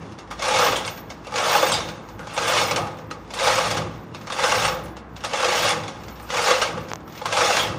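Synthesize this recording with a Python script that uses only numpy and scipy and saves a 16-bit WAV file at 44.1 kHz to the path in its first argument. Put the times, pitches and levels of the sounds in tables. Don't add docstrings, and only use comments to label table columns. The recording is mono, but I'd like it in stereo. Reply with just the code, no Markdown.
import sys
import numpy as np
from scipy import signal
from scipy.fft import rfft, irfft, next_fast_len
from scipy.io import wavfile
from scipy.ndimage import uniform_filter1d, map_coordinates

SR = 44100
rng = np.random.default_rng(int(sys.argv[2]) if len(sys.argv) > 2 else 0)


def to_wav(s):
    ch = np.atleast_2d(s).T
    pcm = np.round(np.clip(ch, -1, 1) * 32767)
    wavfile.write(sys.argv[1], SR, pcm.astype(np.int16))


def ratio_of_db(decibels):
    return 10 ** (np.asarray(decibels, float) / 20)


N = 343098


def unit(x):
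    return x / np.sqrt(np.mean(x ** 2) + 1e-20)


def along(points, hz):
    f, v = np.transpose(points)
    return np.interp(np.log(hz + 1), np.log(f + 1), v)


def curves(rows):
    s, *cols = np.transpose(rows)
    return [np.interp(np.arange(N) / SR, s, c) for c in cols]


def wobble(rate):
    knots = rng.standard_normal(int(N * 60 / SR) + 4)
    return map_coordinates(knots, [np.arange(N) * min(rate, 60) / SR])


def filtered(x, response):
    m = next_fast_len(N + SR // 2)
    return irfft(rfft(x, m) * response(np.fft.rfftfreq(m, 1 / SR)), m)[..., :N]


def modes(table):
    def response(f):
        total = 0
        for k, (hz, width, db) in enumerate(table):
            total = total + (-1) ** k * ratio_of_db(db) * 1j * f * width / (hz * hz - f * f + 1j * f * width)
        return total
    return response


def fading(power, t60):
    pole = np.exp(-np.log(1e6) / (t60 * SR))
    return signal.lfilter([1 - pole], [1, -pole], power)


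def swells(rows, rise_db, fall_db):
    t = np.arange(N) / SR
    levels = []
    for s, hold, db in rows:
        early, late = np.maximum(s - t, 0), np.maximum(t - s - hold, 0)
        levels.append(db - rise_db * early - fall_db * late)
    return np.max(levels, axis=0)


def mottled(depth_db):
    z = signal.stft(rng.standard_normal((2, N)), nperseg=512, noverlap=384)[2]
    field = unit(uniform_filter1d(rng.standard_normal(z.shape[1:]), size=9, axis=1))
    return unit(signal.istft(z * ratio_of_db(depth_db * field), nperseg=512, noverlap=384)[1][:, :N])


def bursts(power, t60, rise, hall_db, hall_t60, mottle_db, crack=0):
    crack_s, dull_hz, bass_lingers = 0.038, 800, 2.5
    echo = filtered(rng.standard_normal((2, N)), lambda f: 1 / (1 + (f / 4000) ** 2))
    dull = signal.lfilter(*signal.butter(1, dull_hz, fs=SR), echo)
    bright = echo - dull

    def tail(tail_t60):
        return np.sqrt(fading(fading(power, tail_t60), 0.16))

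    share = np.clip(crack, 0, 1)
    blow = fading((1 - share) * fading(power, t60) + share * fading(power, crack_s), rise)
    answer = dull * tail(bass_lingers * hall_t60) + bright * tail(hall_t60)
    return np.array([mottled(mottle_db) * np.sqrt(blow), ratio_of_db(hall_db) * answer])


def ringing(x, table, turns, spread_db):
    luck = ratio_of_db(spread_db * np.clip(rng.standard_normal((turns[-1] + 1, len(table))), -3, 1.8))
    out = 0
    for k, (hz, width, db) in enumerate(table):
        drive = ratio_of_db(db) * (x[0] * luck[turns, k] + x[1])
        out = out + (-1) ** k * signal.lfilter(*signal.iirpeak(hz, hz / width, SR), drive)
    return out


def no_bass(f):
    return 1 / (1 + (440 / (f + 1)) ** 10)


def pulling():
    # grip_s, fastest_s, let_go_s, rattle_db, slowing_db (lost by let-go)
    pulls = [
        (0.428, 0.58, 0.92, -17, 21),
        (1.37, 1.488, 1.8, -16.5, 10),
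        (2.415, 2.58, 2.7, -16.5, 11.5),
        (3.398, 3.487, 3.68, -17, 6.5),
        (4.376, 4.476, 4.624, -17.5, 1.5),
        (5.346, 5.593, 5.68, -18, 0.5),
        (6.339, 6.474, 6.65, -17.5, 8.5),
        (7.326, 7.416, 7.62, -16.5, 5),
    ]
    # coasting housing_db, rattle_db at rest, rattle_db as the hand reaches up again
    coasts = [
        (-17, -47, -49),
        (8, -54, -35),
        (27.5, -57.5, -47.5),
        (16, -55, -44.5),
        (16, -68, -46),
        (8.5, -47.5, -48.5),
        (19.5, -60, -41.5),
        (13.5, -75, -52),
    ]
    # time_s, rattle_db, housing_db (over the rattle)
    before = [
        (0, -43.5, 13.5),
        (.25, -56, -4),
    ]
    # extra housing_db, extra jingle_db
    seating = [
        (2, 0),
        (3, 2),
        (-0.5, 2.5),
        (2, 3.5),
        (-1, 3),
        (0.5, 2.5),
        (2, -0.5),
        (-1, 2),
    ]
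    take_up_s, drop_s, settle_s = 0.096, 0.11, 0.37
    grip_db, drop_db = 5, 15
    slack_low, grip_low, fast_low, let_go_low = 8, 4.5, 0.1, 0.5
    rows = [(*row, 0) for row in before]
    reach_db = before[-1][1]
    for pull, (low_db, high_db), (coast_db, rest_db, next_db) in zip(pulls, seating, coasts):
        grip, top, go, db, sag = pull
        rows += [(grip - take_up_s, reach_db, slack_low, 0),
                 (grip, db - grip_db, grip_low + low_db, high_db),
                 (top, db, fast_low + low_db, high_db),
                 (go, db - sag, let_go_low + low_db, high_db),
                 (go + drop_s, db - sag - drop_db, coast_db, 0),
                 (go + settle_s, rest_db, slack_low, 0)]
        reach_db = next_db
    return curves(sorted(rows))


def knocks():
    # time_s, peak_db, housing_db
    catches = [(0.311, -22, 4), (0.394, -21.5, 3), (0.423, -14.5, 3), (1.269, -26, 11), (1.3079, -32, 6),
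               (1.34, -23, 11), (1.3582, -12.5, 3), (2.271, -25.5, 3), (2.3366, -37, 2), (2.366, -21, 0),
               (2.377, -13, 5), (3.305, -25.5, 1), (3.337, -20.5, -18), (3.389, -15, -26), (4.2708, -24, 3),
               (4.301, -21.5, 6), (4.322, -15, -24), (5.164, -27, -13), (5.206, -30, -11),
               (5.238, -19.5, 5), (5.247, -14, -5), (5.334, -14.5, 7.5), (6.2761, -44, 3),
               (6.3032, -17, -18), (6.371, -12.5, 7), (7.215, -27, 11.5), (7.2562, -14.5, -5),
               (7.3267, -13.5, 0), (7.3684, -12.5, 11)]
    # time_s, peak_db, housing_db
    pawl = [(0.482, -12, -14), (0.5596, -9, -13), (.62, -19.5, 19), (0.6487, -10, 4), (3.747, -20.5, 11),
            (7.28, -24, 9), (2.87, -28.5, 9), (3.862, -32, 12), (0.7193, -11, 3), (0.76, -13.5, -10),
            (1.528, -10, -1), (1.5496, -12.5, 16.5), (1.576, -12, -9), (1.6256, -12, 14.5),
            (1.6641, -12, -12), (1.716, -14.5, -20), (1.737, -16, -26), (2.4783, -12, -8), (2.611, -9.5, 4),
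            (2.71, -9, 2), (2.7602, -9.5, 6), (3.4722, -9, 7), (3.5814, -12.5, 13), (3.706, -10, -14),
            (3.767, -11.5, -2), (4.434, -10, 9), (4.514, -15.5, 13.5), (4.6473, -7, 4.5), (5.398, -14, 7),
            (5.425, -12.5, 9), (5.5212, -10, 5.5), (5.645, -12.5, 9), (5.678, -11, -2), (6.505, -7, 9),
            (6.616, -6.5, 2), (7.408, -8.5, 11), (7.5646, -6.5, -26)]
    # time_s, peak_db, housing_db
    swings = [(.122, -36.5, -15), (.275, -42, 12), (1.322, -28, 12), (2.971, -37, 12), (4.858, -34.5, 8),
              (4.882, -38, 10), (6.292, -33, 11), (7.19, -35, 9), (7.238, -36, 10), (5.294, -26, 0),
              (3.352, -24, 2), (.187, -27, 3), (.975, -28.5, -10), (1.2471, -32, -12), (6.035, -31.5, -12),
              (6.1568, -36, -11), (6.775, -28, -1), (0.193, -38, -9), (0.849, -18, -27), (0.8774, -16, -52),
              (1.102, -23, -29), (1.887, -20.5, -9), (2.087, -32, 7), (2.1924, -32, 16), (2.986, -34, 13),
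              (3.1107, -22.5, 10), (4.147, -24, 4), (4.806, -43, 1), (4.9678, -29, 6), (5.8353, -24.5, 11),
              (5.88, -20.5, -12), (6.082, -28.5, -12), (6.1986, -34, 16.5), (6.8853, -28, -12),
              (6.899, -30, -18), (4.212, -32, 0), (7.098, -38, -10), (7.0045, -40.5, -20),
              (7.0778, -38, -6), (7.1234, -31.5, -12), (7.151, -29, -16), (7.176, -26.5, -16)]
    # time_s, peak_db
    pockets = [(0.456, -9), (0.536, -3.5), (0.588, 2.5), (0.661, -0.5), (0.68, -1.5), (0.81, -44),
               (1.378, -8), (1.394, -15), (1.429, -11), (1.453, -10), (1.495, -5), (1.596, -13),
               (1.692, -5), (1.796, -28), (2.442, -13), (2.507, -17), (2.533, -1), (2.561, -2.5),
               (2.675, -13), (2.789, -15), (2.817, -21), (2.845, -24), (2.911, -25), (3.411, -19),
               (3.44, -3), (3.507, -2), (3.556, -2.5), (3.608, -13), (3.643, -16), (3.778, -16),
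               (3.816, -14), (4.388, -8), (4.489, -25), (4.555, -4.5), (4.62, -4.5), (4.679, -3),
               (4.721, -13), (4.769, -20), (5.356, -27), (5.444, 1), (5.483, -2.5), (5.577, -21),
               (5.621, -4), (5.675, -9), (5.702, -1.5), (5.721, -6.5), (5.793, -32), (6.346, -26),
               (6.386, -19), (6.442, -9), (6.48, -4), (6.532, -6), (6.684, -21), (6.804, -26),
               (7.387, -2.5), (7.42, -18), (7.441, -4.5), (7.501, -5), (7.623, -8), (7.669, -28)]
    slack = [*catches, *swings]
    grazes = [(s - 0.0064, db - 13.5, low_db) for s, db, low_db in slack]
    running = [*pawl, *[(s, db - 10, 7) for s, db in pockets]]
    late = .007 * rng.random((len(running), 3)) * [0, 1, 1]
    contacts = []
    for (s, db, low_db), waits in zip(running, late):
        contacts += [(s + wait, db - 5.0, low_db) for wait in waits]
    s, db, low_db = np.transpose([*slack, *grazes, *contacts])
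    return np.round(s * SR).astype(int), db, low_db


def flung_links():
    # time_s, level_db
    shakes = [(.122, -52), (4.837, -38), (6.225, -38), (5.691, -16), (7.59, -21), (.4239, -25),
              (.4813, -22), (.62, -24), (.7617, -21), (.86, -23.5), (1.6816, -31), (1.7175, -26),
              (2.3366, -27), (2.4783, -16.5), (2.6733, -28), (2.7591, -24), (3.338, -27), (3.7075, -25),
              (4.3244, -25), (4.6229, -30), (4.6463, -21), (5.243, -24), (6.4213, -19), (6.616, -27),
              (7.3262, -23)]
    s, db = np.transpose(shakes)
    return np.bincount(np.round(s * SR).astype(int), ratio_of_db(2 * (db + 34.0)), N)


def chain_wheel(power, turns):
    # pitch_hz, width_hz, level_db
    wheel = [(1592, 45, -2), (1745, 50, -3), (2200, 70, -3), (2365, 50, -2), (2715, 55, -3),
             (3200, 120, -6), (3440, 150, -7), (3960, 100, -6), (5464, 40, -6)]
    # pitch_hz, level_db per Hz
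    rattle = [(250, -30), (390, -21.5), (500, -9.5), (1300, -12), (2400, -12.5), (3600, -17), (5200, -21),
              (6800, -18.5), (7300, -27), (9500, -40), (11000, -39.5), (13300, -55), (14900, -45),
              (15300, -62)]
    steel = bursts(power, t60=0.16, rise=0.0018, hall_db=-7.5, hall_t60=0.51, mottle_db=3.5, crack=0.23)
    mix = 1.121 * steel.sum(axis=0) + ringing(steel, wheel, turns, spread_db=3.5)
    return filtered(mix, lambda f: ratio_of_db(along(rattle, f)))


def steel_housing(power, turns):
    # pitch_hz, width_hz, level_db
    housing = [(322, 9, -6), (360, 11, -7), (478, 30, -2), (516, 20, 2.5), (592, 28, -6.5), (790, 40, -6),
               (848, 34, -2), (1110, 38, -3), (1175, 40, -6), (1258, 45, -2), (1480, 120, -17),
               (1810, 25, -12)]
    knock = bursts(power, t60=0.012, rise=0.0023, hall_db=-2.0, hall_t60=0.22, mottle_db=3.0)
    plates = .1 * filtered(knock.sum(axis=0), lambda f: modes([(1150, 2100, 1.5)])(f) ** 2 * no_bass(f))
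    notes = ringing(knock, housing, turns, spread_db=2.0)
    return plates + filtered(notes, lambda f: .25 + .75 * no_bass(f))


def loose_links(power, turns):
    # pitch_hz, width_hz, level_db
    links = [(6500, 90, -3), (7250, 60, -4), (7610, 50, -1), (8620, 50, -1), (9120, 60, -4), (9500, 80, -7)]
    shake = bursts(power, t60=0.16, rise=0.0021, hall_db=-22, hall_t60=.5, mottle_db=1.5)
    chinks = 0.18 * filtered(shake.sum(axis=0), lambda f: modes([(8000, 4500, 0)])(f) ** 2)
    return chinks + .42 * ringing(shake, links, turns, spread_db=5)


def hoist():
    rattle_db, housing_db, extra_db = pulling()
    jingle_db = extra_db - 11.5 - 0.11 * (rattle_db.max() - rattle_db)
    at, db, low_db = knocks()
    chance, size = rng.random(N), np.clip(rng.standard_normal(N), -2, 1.6)
    strikes = (chance < 160 / SR) * ratio_of_db(2 * 3.5 * size)
    strikes = .32 * strikes / strikes.mean() + .38
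    turns = np.cumsum((chance < 30 / SR) + np.bincount(at, minlength=N))

    def blows(flow_db, hit_db):
        return ratio_of_db(2 * flow_db) * strikes + np.bincount(at, ratio_of_db(2 * hit_db), N)

    wheel = chain_wheel(blows(rattle_db + 17.5, db + 37.5), turns)
    housing = steel_housing(blows(rattle_db + housing_db + 10, db + low_db + 31.0), turns)
    shaking = blows(rattle_db + jingle_db + 10.5, db - 22.5 + 36.5) + flung_links()
    return wheel + housing + loose_links(shaking, turns)


def rings():
    # start_s, level_db, pitch_hz, t60_s
    lone_parts = [(.758, -20.5, 3250, 0.16), (.19, -38, 870, 0.073), (.115, -38.5, 940, .1),
                  (2.765, -23, 1250, 0.11), (2.78, -23.5, 700, 0.51), (.7, -26.5, 360, 0.46),
                  (0.99, -35, 1100, 0.057), (.309, -25.5, 1200, 0.2), (1.722, -22, 3700, 0.45),
                  (1.735, -24, 5000, 0.12), (1.72, -22, 4500, .12), (1.724, -22, 3200, 0.2),
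                  (1.72, -21.5, 7600, 0.17), (1.685, -27, 6400, 0.5), (1.735, -48, 8800, 0.25),
                  (1.68, -30, 8650, 0.13), (1.74, -24.5, 4800, 0.17), (2.088, -33, 960, 0.051),
                  (1.719, -25.5, 8650, 0.12), (2.199, -32, 1476, 0.38), (3.113, -50, 1210, .08),
                  (4.84, -48, 10550, 0.22), (4.303, -20, 1300, .05), (4.6, -27, 1200, 0.056),
                  (7.218, -36, 3400, .08), (7.078, -28, 1350, 0.03), (7.256, -13, 1132, 0.077),
                  (7.594, -19, 3270, 0.3), (7.61, -29, 3600, .15)]
    x, t = np.zeros((2, N + SR)), np.arange(SR // 2) / SR
    for s, db, hz, t60 in lone_parts:
        drift = np.cumsum(rng.standard_normal((2, len(t))), axis=1) * .14
        envelope = ratio_of_db(db - 60 * t / t60) * (1 - np.exp(-t / 0.00017))
        x[:, round(s * SR):][:, :len(t)] += envelope * np.sin(2 * np.pi * hz * t + drift)
    return x[:, :N]


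def bearing():
    # start_s, hold_s, level_db, pitch_hz
    squeals = [(0.67, 0.041, -39, 14260), (0.967, 0.037, -47, 14200), (1.52, .14, -42.5, 14270),
               (1.845, .04, -58, 14700), (2.116, .04, -62, 14400), (2.5, 0.2, -45, 14300),
               (2.9, 0.29, -68, 14400), (3.48, 0.24, -49, 14300), (4.008, .01, -60, 14300),
               (4.217, .05, -63, 14300), (4.5, 0.23, -47, 14300), (4.844, 0.025, -56, 14300),
               (5.133, .04, -66, 14450), (5.56, 0.086, -45, 14450), (5.798, .02, -58, 14400),
               (6.079, 0.2, -54.5, 14300), (6.441, 0.17, -48, 14200), (6.846, .35, -56.5, 14330),
               (7.46, 0.18, -50, 14370)]
    s, hold, db, hz = np.transpose(squeals)
    pitch = curves(np.transpose([s + hold / 2, hz]))[0] + 40 * wobble(12)
    flutter = filtered(rng.standard_normal((2, 2, N)), lambda f: 1 / (1 + (f / 185) ** 4))
    turn = 2 * np.pi * np.cumsum(pitch) / SR
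    band = flutter[0] * np.cos(turn) + flutter[1] * np.sin(turn)
    level_db = swells(zip(s, hold, db), rise_db=126, fall_db=176)
    return ratio_of_db(level_db + 1.0 + 3.8 * wobble(22)) * unit(band)


def finger():
    # time_s, push (minus = pressed in), thud_hz, thud_t60_s, rise_s
    ticks = [
        (6.8985, .15, 700, .004, .0002),
        (6.91646, -3, 700, .0011, .00019),
        (6.93468, -.52, 930, .006, .00002),
        (6.9577, .26, 780, .0035, .00003),
    ]
    x, t = np.zeros(N), np.arange(900) / SR

    def ring(hz, t60, rise):
        return ratio_of_db(-60 * t / t60) * np.cos(2 * np.pi * hz * t) * (1 - np.exp(-t / rise))

    for s, push, hz, t60, rise in ticks:
        nail = rise < .0001
        snap = .9 * nail * ring(6300, .002, .00005)
        sway = .075 * ring(140, .014, .0003)
        tick = push * (ring(hz, t60, rise) - snap - sway)
        soft = signal.butter(2, 12500 if nail else 6000, fs=SR)
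        x[round(s * SR):][:len(t)] += signal.lfilter(*soft, tick)
    return x * ratio_of_db([[-30], [0]])


def machines():
    # pitch_hz, level_db per Hz
    hum_colour = [(25, -30), (46, -17), (75, 0.5), (134, -4), (162, 0.5), (243, -14), (322, -2.5),
                  (388, -12.5), (420, 1.5), (550, -5.5), (920, -120)]
    # pitch_hz, width_hz, level_db
    beams = [(110.5, 8, 7), (159, 8.1, 3.5), (210.7, 18, 6), (272.4, 12.7, 4.5), (321, 5.6, 3.5),
             (363.6, 7, 5.5)]
    # pitch_hz, level_db per Hz
    shed = [(40, -90), (120, -33), (200, -2), (397, -12.5), (1020, -9.5), (1950, -17.5), (2700, -31),
            (6700, -49), (12000, -57), (15600, -90), (22000, -120)]
    # time_s, level_db
    shudder = [
        (0, -38.5),
        (.62, -35.5),
        (.9, -40),
        (1.75, -34.5),
        (2.68, -32.5),
        (3.72, -34),
        (4.62, -34.5),
        (5.74, -34),
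        (6.8, -36.5),
        (7.68, -33),
    ]
    # time_s, pitch_hz, level_db
    motor = [(0.0, 56, -62), (0.35, 56.2, -50), (.75, 56, -50), (1.65, 60, -58), (1.86, 55, -48),
             (2.4, 56, -53), (2.9, 58.2, -60), (3.25, 56, -48), (3.6, 56, -51), (4.45, 60, -60),
             (4.68, 60.9, -45.5), (5.5, 61, -51), (5.75, 61, -60), (6.25, 61, -43), (6.69, 61, -56),
             (7.2, 61, -56), (7.5, 60, -47), (7.78, 60, -45)]
    jolts = [(s, 0.08, db) for s, db in shudder]
    frame_db = np.maximum(swells(jolts, rise_db=30.5, fall_db=23), -42.5)
    drone_hz, drone_db = curves(motor)

    def noise(response):
        return unit(filtered(rng.standard_normal((2, N)), response))

    hum = noise(lambda f: ratio_of_db(along(hum_colour, f)) * (.33 + abs(modes(beams)(f))))
    turn = 2 * np.pi * np.cumsum(drone_hz + 1.8 * wobble(7)) / SR
    drone = ratio_of_db(2.0 + 3.5 * wobble(9)) * np.sin(turn) * np.array([[1], [0]])
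    wash = noise(lambda f: ratio_of_db(along(shed, f)))
    hum = ratio_of_db(frame_db + 1.84 * wobble(9.2)) * hum
    return hum + ratio_of_db(drone_db) * drone + ratio_of_db(-43.5 + 0.086 * wobble(15)) * wash


def ports(pair):
    # pitch_hz, likeness (0 to 1)
    alike = [(60, .97), (130, .94), (290, .88), (640, .82), (1400, .58), (3000, .45), (15000, .4)]
    # pitch_hz, lead in radians
    lead = [(60, 0), (860, 0.54), (1380, 1.89), (2330, 1.7), (15000, 1.58)]
    # pitch_hz, level_db
    balance = [(60, -0.5), (200, -1.5), (380, -0.5), (700, -4), (1290, -9), (1900, -0.5), (2400, 3),
               (3200, 9.5), (4300, 11), (5500, 13.5), (6600, 1), (9000, 16), (12000, 8), (15000, 6.5)]

    def share(f):
        angle = np.arccos(np.clip(along(alike, f), 0, 1)) / 2
        return np.array([np.cos(angle), np.sin(angle)])

    def tilt(f):
        left = ratio_of_db(along(balance, f) / 2) * np.exp(.5j * along(lead, f))
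        return np.array([left, 1 / left])

    a, b = filtered(pair, share)
    return filtered(np.array([a + b, a - b]), tilt)


def scene():
    return ports(hoist() + rings() + bearing() + machines()) + finger()


def thinned(x, low_hz, depth_db, scatter_db, top_db):
    hz, _, z = signal.stft(x, SR, nperseg=1024, noverlap=512)
    power = abs(z) ** 2
    bands = power[:, :512].reshape(2, 32, 16, -1).mean(axis=2)
    whim = unit(uniform_filter1d(rng.standard_normal(bands.shape), size=3, axis=2))
    bar_db = depth_db + scatter_db * whim + top_db * (hz[:512:16, None] > 14400)
    bar = power.mean(axis=1, keepdims=True) * ratio_of_db(2 * bar_db)
    keep = np.repeat(bands > bar, 16, axis=1) | (hz[:512, None] < low_hz)
    z[:, :512] *= keep
    return signal.istft(z, SR, nperseg=1024)[1][:, :N]


def top_cut(x):
    return signal.sosfilt(signal.butter(12, 16170, fs=SR, output="sos"), x)


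def record(dry):
    x = dry / (1 + abs(dry / .8) ** 6) ** (1 / 6)
    x = thinned(x, low_hz=9700, depth_db=-30.5, scatter_db=10.5, top_db=10)
    x = filtered(x, lambda f: np.clip((15900 - f) / 120, 0, 1) / (1 + (36 / (f + 1)) ** 6))
    return top_cut(x)


dry = scene()
out = record(dry)
to_wav(out)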